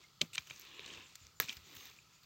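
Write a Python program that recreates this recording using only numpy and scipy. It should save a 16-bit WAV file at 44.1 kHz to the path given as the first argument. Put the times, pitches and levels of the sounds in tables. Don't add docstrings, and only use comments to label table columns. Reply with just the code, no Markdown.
import sys
import numpy as np
from scipy import signal
from scipy.fft import rfft, irfft
from scipy.io import wavfile
from scipy.ndimage import uniform_filter1d, map_coordinates

SR = 44100
rng = np.random.default_rng(int(sys.argv[2]) if len(sys.argv) > 2 else 0)


def output_pcm(signal):
    pcm = np.clip(np.atleast_2d(signal).T, -1, 1) * 32767
    wavfile.write(sys.argv[1], SR, np.round(pcm).astype(np.int16))


N = 99225

# t/s, crumb level/dB, lump level/dB, sand level/dB
EARTH_FLOW = [(0, -70, -66.5, -88), (.035, -63.5, -81, -79.5), (.09, -80, -80.5, -94),
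              (.205, -99, -86, -85), (.225, -55, -56, -65), (.30, -75.5, -80.5, -81),
              (.39, -56, -68.5, -65), (.44, -67.5, -84, -75), (.51, -58, -70.5, -68.5),
              (.58, -59.5, -73.5, -72), (.67, -61.5, -71, -75), (.77, -67.5, -68, -78),
              (.88, -57.5, -62, -78), (.98, -59, -62, -74.5), (1.04, -64, -70.5, -78),
              (1.12, -63.5, -78.5, -81), (1.19, -67, -91, -75), (1.25, -65, -76, -79),
              (1.33, -74, -81, -91), (1.397, -86, -84, -74), (1.404, -50, -52, -43),
              (1.435, -47.5, -61.5, -56), (1.47, -57.5, -69, -66), (1.50, -49.5, -67, -64),
              (1.55, -60, -72.5, -65), (1.62, -67.5, -77, -76.5), (1.71, -59.5, -66, -69),
              (1.80, -57.5, -69.5, -62.5), (1.88, -58, -72, -66), (1.94, -65, -77.5, -72.5),
              (2.08, -77, -80.5, -95), (2.14, -69, -80.5, -82), (2.21, -77, -84, -81.5),
              (2.25, -72, -79, -79)]
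# f/Hz, level/dB
GRIT_EQ = [(200, -11), (6000, -27.5), (10000, -28), (11300, -10), (13000, -3), (15500, -1), (17000, 0.5)]


def undb(db):
    return 10 ** (np.asarray(db) / 20)


def unit(x):
    return x / np.sqrt(np.mean(x ** 2) + 1e-30)


def unit_hit(x):
    return x / np.sqrt(np.sum(x ** 2) / (SR / 100) + 1e-30)


def clock(size=8192):
    return np.arange(size) / SR


def add(out, at_s, x):
    start = int(at_s * SR)
    out[start:start + len(x)] += x[:max(len(out) - start, 0)]


def fader(rows, column=1):
    rows = np.array(rows)
    return undb(np.interp(clock(N), rows[:, 0], rows[:, column]))


def eq(x, points, size=2048):
    hz, db = np.array(points, float).T
    octave = np.log2(np.maximum(np.arange(size // 2 + 1) * SR / size, 10))
    outside = np.maximum(np.log2(hz[0]) - octave, 0) + np.maximum(octave - np.log2(hz[-1]), 0)
    cepstrum = irfft(np.log(undb(np.interp(octave, np.log2(hz), db) - 20 * outside)))
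    cepstrum[1:size // 2] *= 2
    cepstrum[size // 2 + 1:] = 0
    return signal.fftconvolve(x, irfft(np.exp(rfft(cepstrum))))[:len(x)]


def lowpass(x, hz, order=2):
    return signal.sosfilt(signal.butter(order, hz, fs=SR, output="sos"), x)


def highpass(x, hz, order=3):
    return signal.sosfilt(signal.butter(order, hz, "high", fs=SR, output="sos"), x)


def burst(decay_s):
    envelope = np.exp(-clock() / decay_s)
    noise = rng.standard_normal(len(envelope))
    for _ in range(2):
        noise = irfft(np.exp(1j * np.angle(rfft(noise * envelope))))
        noise /= np.sqrt(uniform_filter1d(noise ** 2, size=64).clip(1e-30))
    return unit_hit(noise * envelope)


def ring(modes):
    t = clock()
    return unit_hit(sum(undb(db - 60 * t / t60) * np.sin(2 * np.pi * hz * t) for hz, t60, db in modes))


def attack(rise_s):
    return 1 - np.exp(-clock() / rise_s)


def grains(per_s, lo_hz, hi_hz, cycles, spread_db, size=320):
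    when, pitch, rank, phase = rng.random((int(per_s * N / SR), 4)).T[:, :, None]
    hz, t = lo_hz * (hi_hz / lo_hz) ** pitch, clock(size)
    gain = hz * undb(-spread_db * np.log(rank + 0.032))
    pings = gain * np.exp(-t * hz / cycles) * np.sin(2 * np.pi * (hz * t + phase))
    positions = (when * N).astype(int) + np.arange(size)
    return np.bincount(positions.ravel(), pings.ravel(), N + size)[:N]


def wobble(hz):
    return unit(lowpass(rng.standard_normal(N), hz))


def slips(hz, max_db):
    return undb(max_db * np.tanh(wobble(hz) / 2))


def noise_bed(points, db):
    return undb(db) * unit(eq(rng.standard_normal(N), points))


def scatter(x, decay_s):
    echo = burst(decay_s)
    return signal.fftconvolve(x, echo / np.linalg.norm(echo))[:N]


def outdoors():
    air_eq = [(15, -32), (25, -18.5), (117, 7), (256, -13), (714, -9), (1290, -4), (1700, -11.5),
              (2280, -8.5), (3250, -24.5), (4490, -1.5), (5880, -8), (6740, -6), (9320, -22),
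              (14800, -15.5), (16000, -15)]
    rumble_eq = [(25, -23.5), (55, -4.5), (100, -3), (160, -0.5), (260, -20), (1000, -60.5)]
    whine = unit(wobble(70) * np.sin(2 * np.pi * 1297 * clock(N)))
    return noise_bed(air_eq, db=-70.5) + noise_bed(rumble_eq, db=-75.5) + undb(-78.5) * whine


def far_chirps(trim_db=-3.5, fall_share=0.03):
    calls = [(0.026, 0.02, 2134, -61, 0.025), (0.415, 0.034, 6800, -69, 0.027),
             (0.487, 0.072, 6260, -67, 0.016), (.73, 0.057, 7100, -68.5, 0.041),
             (1.024, 0.064, 7230, -68, .04), (1.188, 0.059, 7130, -66.5, 0.043),
             (1.337, 0.066, 7100, -69, 0.025), (1.637, 0.047, 6970, -68, 0.036),
             (1.751, 0.13, 6350, -62.5, 0.014), (1.947, 0.07, 7050, -70, .04),
             (2.112, 0.077, 6900, -70.5, 0.038)]
    out = np.zeros(N)
    for at, length, hz, db, rasp in calls:
        n = int(length * SR)
        pitch = hz * (1 + rasp * wobble(500)[:n] + fall_share * np.linspace(.5, -.5, n))
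        tone = np.sin(2 * np.pi * np.cumsum(pitch) / SR)
        add(out, at, undb(db + trim_db) * unit(np.hanning(n) ** .5 * tone))
    return scatter(out, decay_s=0.012)


def running_sand():
    sand = eq(grains(per_s=3000, lo_hz=9500, hi_hz=17300, cycles=3.4, spread_db=3), GRIT_EQ)
    return fader(EARTH_FLOW, column=3) * unit(sand * slips(120, max_db=4))


def tumbling_lumps():
    lump_eq = [(60, 5.5), (130, -2.5), (350, 3.5), (520, -2), (720, -9), (1100, -3), (1600, -19.5),
               (4000, -33)]
    lumps = grains(per_s=1500, lo_hz=104, hi_hz=1860, cycles=1.64, spread_db=1.5, size=900)
    return fader(EARTH_FLOW, column=2) * unit(eq(lumps, lump_eq))


def rolling_crumbs():
    crumb_eq = [(410, -46.5), (700, -11), (861, -12), (1070, -8.5), (1400, -9), (2090, -3.5), (2400, 0),
                (2820, -2.5), (3130, -5.5), (3470, -1), (5080, -6), (6470, -5.5), (8740, -16), (9470, -27),
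                (11000, -39), (14300, -59.5)]
    crumbs = eq(grains(per_s=4500, lo_hz=690, hi_hz=10740, cycles=1.72, spread_db=0.5), crumb_eq)
    return fader(EARTH_FLOW, column=1) * unit(crumbs * slips(90, max_db=2))


def blade_drag(stroke_s=1.2, in_tune_s=0.78, sag_per_s=0.25):
    strokes = [(.60, -72), (.66, -60), (.78, -56.5), (.88, -55), (.98, -56.5), (1.05, -60.5), (1.14, -84),
               (1.66, -69.5), (1.78, -62.5), (1.89, -61.5), (1.96, -75)]
    body_eq = [(700, -23.5), (1110, -2), (1400, -19.5), (1760, -5), (2100, -11), (2600, 0), (2900, 1),
               (3150, -4), (3500, -0.5), (4000, -5), (4600, -18), (8000, -29)]
    crumbs = eq(grains(per_s=4000, lo_hz=802, hi_hz=7160, cycles=4.1, spread_db=0.5), body_eq)
    speed = np.exp(-sag_per_s * (clock(N) % stroke_s - in_tune_s))
    bent = map_coordinates(crumbs, [np.cumsum(speed)], mode="mirror")
    return fader(strokes) * unit(bent * slips(110, max_db=4))


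def crust_scrape():
    pressure = [(.3305, -75), (.3325, -48.5), (.338, -51.5), (.347, -48.5), (.356, -41.5), (.3595, -52),
                (.366, -72)]
    crust_eq = [(200, -20), (600, -25), (1300, -12), (1600, -24), (2100, -9), (2550, 0.5), (3100, -7.5),
                (3850, -1), (5000, -9), (6600, -6), (7500, -5), (8700, -6.5), (10300, -31), (13500, -15),
                (16000, -23)]
    t = clock(N)
    touching = (t > pressure[0][0]) & (t < pressure[-1][0])
    catches = grains(per_s=6000, lo_hz=920, hi_hz=15500, cycles=1.8, spread_db=1)
    return touching * fader(pressure) * unit(eq(catches, crust_eq))


def crumb_clicks(ring_cycles=17, note_db=0.5):
    cues = [(0.216, -39, 3680, -52, 0.0035), (.3553, -47, 3900, -68, .0015),
            (.3805, -44.5, 6500, -72, 0.003), (0.4712, -57, 3000, -66, 0.004),
            (0.499, -51.5, 2870, -76, 0.004), (0.5609, -59.5, 6600, -75, 0.002),
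            (.5970, -62, 6500, -51.5, 0.0008), (0.611, -65, 6500, -58, 0.0011),
            (0.6162, -59, 6000, -62, 0.0048), (0.6495, -62, 3120, -67, 0.0022),
            (0.8606, -51, 4130, -76, 0.0021), (0.8784, -55, 3020, -76, 0.0048),
            (.9268, -63, 6800, -80, 0.0019), (0.9351, -53.5, 2930, -80, 0.0024),
            (0.9487, -58, 4500, -80, .001), (1.1552, -60.5, 4640, -59.5, 0.0027),
            (1.1542, -52, 7770, -66, 0.0022), (1.2672, -59, 6200, -71, 0.0013),
            (1.4001, -57, 6600, -27.5, 0.00081), (1.4088, -46, 5470, -58, 0.0021),
            (1.413, -51, 5800, -63, .001), (1.4201, -56, 6500, -43.5, .0007),
            (1.4408, -53, 3800, -64, 0.0053), (1.49, -48, 5540, -74, 0.0015),
            (1.5255, -54, 3030, -59, 0.0036), (1.5290, -53.5, 2400, -62, 0.002),
            (1.5679, -53, 5070, -58, 0.0036), (1.751, -67, 6500, -53.5, 0.0025),
            (1.7660, -54.5, 3400, -56, 0.0044), (1.8544, -58, 3650, -55, 0.0023),
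            (2.231, -63.5, 4530, -70, 0.0084)]
    click_eq = [(200, -31), (900, -8.5), (2000, 0), (3000, -4), (4200, 2), (5300, 2), (6800, 5.5),
                (8300, -8), (10000, -22), (16000, -43)]
    out = np.zeros(N)
    for at, click_db, hz, tick_db, decay in cues:
        force = burst(decay) * attack(0.00057)
        mode = np.gradient(ring([(hz, ring_cycles / hz, 0)]))
        note = lowpass(signal.fftconvolve(force, mode)[:len(force)], 8030, order=6)
        click = unit_hit(unit_hit(eq(force, click_eq)) + undb(note_db) * unit_hit(note))
        tick = unit_hit(eq(burst(decay), GRIT_EQ))
        add(out, at, undb(click_db) * click + undb(tick_db) * tick)
    return out


def clod_taps():
    cues = [(.7940, -50.5, 2560, 0.013), (.8448, -54, 2900, 0.006), (.9040, -54.5, 3100, 0.0068),
            (.9390, -58, 3000, .008), (.9740, -55, 2650, .012), (1.0068, -57, 2750, .008),
            (1.4855, -46, 2450, 0.0074), (1.4948, -40, 3220, 0.0062), (1.503, -49.5, 2540, .007),
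            (1.9138, -62, 2390, .012), (1.9878, -58.5, 2476, .014)]
    out = np.zeros(N)
    for at, db, hz, t60 in cues:
        add(out, at, undb(db) * unit_hit(ring([(hz, t60, 0)]) * attack(0.0005)))
    return out


def ground_thuds(grit_db=-13):
    cues = [(0.2119, -46, 350, 0.034), (.2140, -48, 602, 0.045), (0.218, -43.5, 165.5, 0.11),
            (0.2283, -46.5, 235, 0.044), (.383, -57, 146, 0.047), (0.387, -58.5, 80, 0.096),
            (0.509, -61.5, 133, 0.064), (0.793, -57.5, 433, .018), (.972, -59, 94, 0.14),
            (1.212, -61.5, 111, 0.084), (1.232, -60.5, 69.6, 0.087), (1.262, -62.5, 80, 0.1),
            (1.4011, -53.5, 147, 0.038), (1.441, -54, 145, 0.04), (1.490, -59, 219, 0.079),
            (1.567, -53.5, 70.4, 0.069), (1.618, -59.5, 84.5, 0.091), (1.765, -59, 89, 0.14)]
    out = np.zeros(N)
    for at, db, hz, t60 in cues:
        grit = highpass(lowpass(burst(t60 / np.log(1000)), 2.76 * hz, order=4), hz / 2)
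        thud = ring([(hz, t60, 0)]) + undb(grit_db) * unit_hit(grit)
        add(out, at, undb(db) * unit_hit(thud * attack(0.0017)))
    return highpass(out, 48)


def bank_chop(clod_at_s=1.4022, clod_db=-40):
    cues = [(1.4008, -32.5, 0.00057), (1.4030, -41, 0.0018), (1.4243, -49, 0.0022)]
    crack_eq = [(59, -48), (100, -10), (424, -2), (882, -3), (1940, 8), (2270, 5.5), (2750, -4.5),
                (4040, 4), (5190, -13), (6540, 3), (7070, -7), (7780, -3.5), (8410, -19), (9080, -12),
                (10000, -10), (13000, -57)]
    clod_modes = [(590, 0.021, -3), (1270, 0.027, 6.5), (1684, 0.049, 3), (2020, .02, 0.5)]
    out = np.zeros(N)
    for at, db, decay in cues:
        add(out, at, undb(db) * unit_hit(eq(burst(decay), crack_eq)))
    add(out, clod_at_s, undb(clod_db) * ring(clod_modes))
    return out


def blade_knocks(ring_share=0.56, tail_db=-22, tail_s=0.011):
    # t/s, level/dB, grind decay/s, grind share, high cut/Hz, low cut/Hz
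    cues = [(0.2114, -41.5, 0.0033, 1, 6100, 1510), (0.2151, -28, 0.0018, 0.48, 10400, 2200),
            (0.371, -54, 0.0034, 0.49, 7000, 1790), (0.3798, -34, 0.0015, 0.82, 3770, 1210),
            (0.3826, -43.5, 0.0035, 0.9, 2670, 1120), (0.5083, -46, 0.003, 0.53, 3240, 400),
            (0.7940, -49.5, 0.001, 0.53, 3030, 2340), (1.4939, -46, 0.0038, 1, 7000, 2980)]
    blade_modes = [(600, .03, -22), (1080, .025, -22), (1335, .028, -20), (2390, .022, 0), (2850, .012, -6),
                   (3210, .014, 1), (3800, .011, 1), (4100, .012, -5), (4650, .014, -11), (6000, .012, -7),
                   (6650, .01, -14), (7300, .012, -13), (8680, .011, -14)]
    contact_eq = [(100, -14), (600, -28), (1000, -35), (1950, -28), (2450, 20), (3800, 8.5), (5200, 1),
                  (7500, -14), (10500, -37), (14000, -15), (16000, -24)]
    out, steel = np.zeros(N), ring(blade_modes)
    push = unit_hit(signal.unit_impulse(len(steel)))
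    for at, db, decay, grind, top_hz, low_hz in cues:
        force = (1 - grind) * push + grind * burst(decay)
        ringing = unit_hit(signal.fftconvolve(force, steel)[:len(force)])
        contact = unit_hit(eq(force, contact_eq))
        knock = unit_hit(ring_share * ringing + (1 - ring_share) * contact)
        knock += undb(tail_db) * unit_hit(eq(burst(tail_s), contact_eq))
        add(out, at, undb(db) * unit_hit(highpass(lowpass(knock, top_hz), low_hz)))
    return out


def scene():
    width_eq = [(30, -30), (120, -31), (300, -51), (700, -28), (1200, -32), (2500, -55), (4500, -26),
                (8000, -23), (15000, -35)]
    wide_air_eq = [(18, -34), (30, -2), (359, -12), (505, -14), (787, -13.5), (2690, -14), (3230, -7.5),
                   (5170, -3.5), (7260, -8), (10200, -9), (12300, -4), (15500, -6.5)]
    strikes = blade_knocks() + bank_chop() + ground_thuds()
    debris = clod_taps() + crumb_clicks() + rolling_crumbs() + tumbling_lumps() + running_sand()
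    mid = strikes + debris + crust_scrape() + blade_drag() + far_chirps() + outdoors()
    side = eq(scatter(mid, decay_s=0.0017), width_eq) + noise_bed(wide_air_eq, db=-79)
    return np.array([mid + side, mid - side])


def record(dry, top_hz=15900):
    return signal.sosfilt(signal.ellip(10, .2, 80, top_hz, fs=SR, output="sos"), dry)


dry = scene()
out = record(dry)
output_pcm(out)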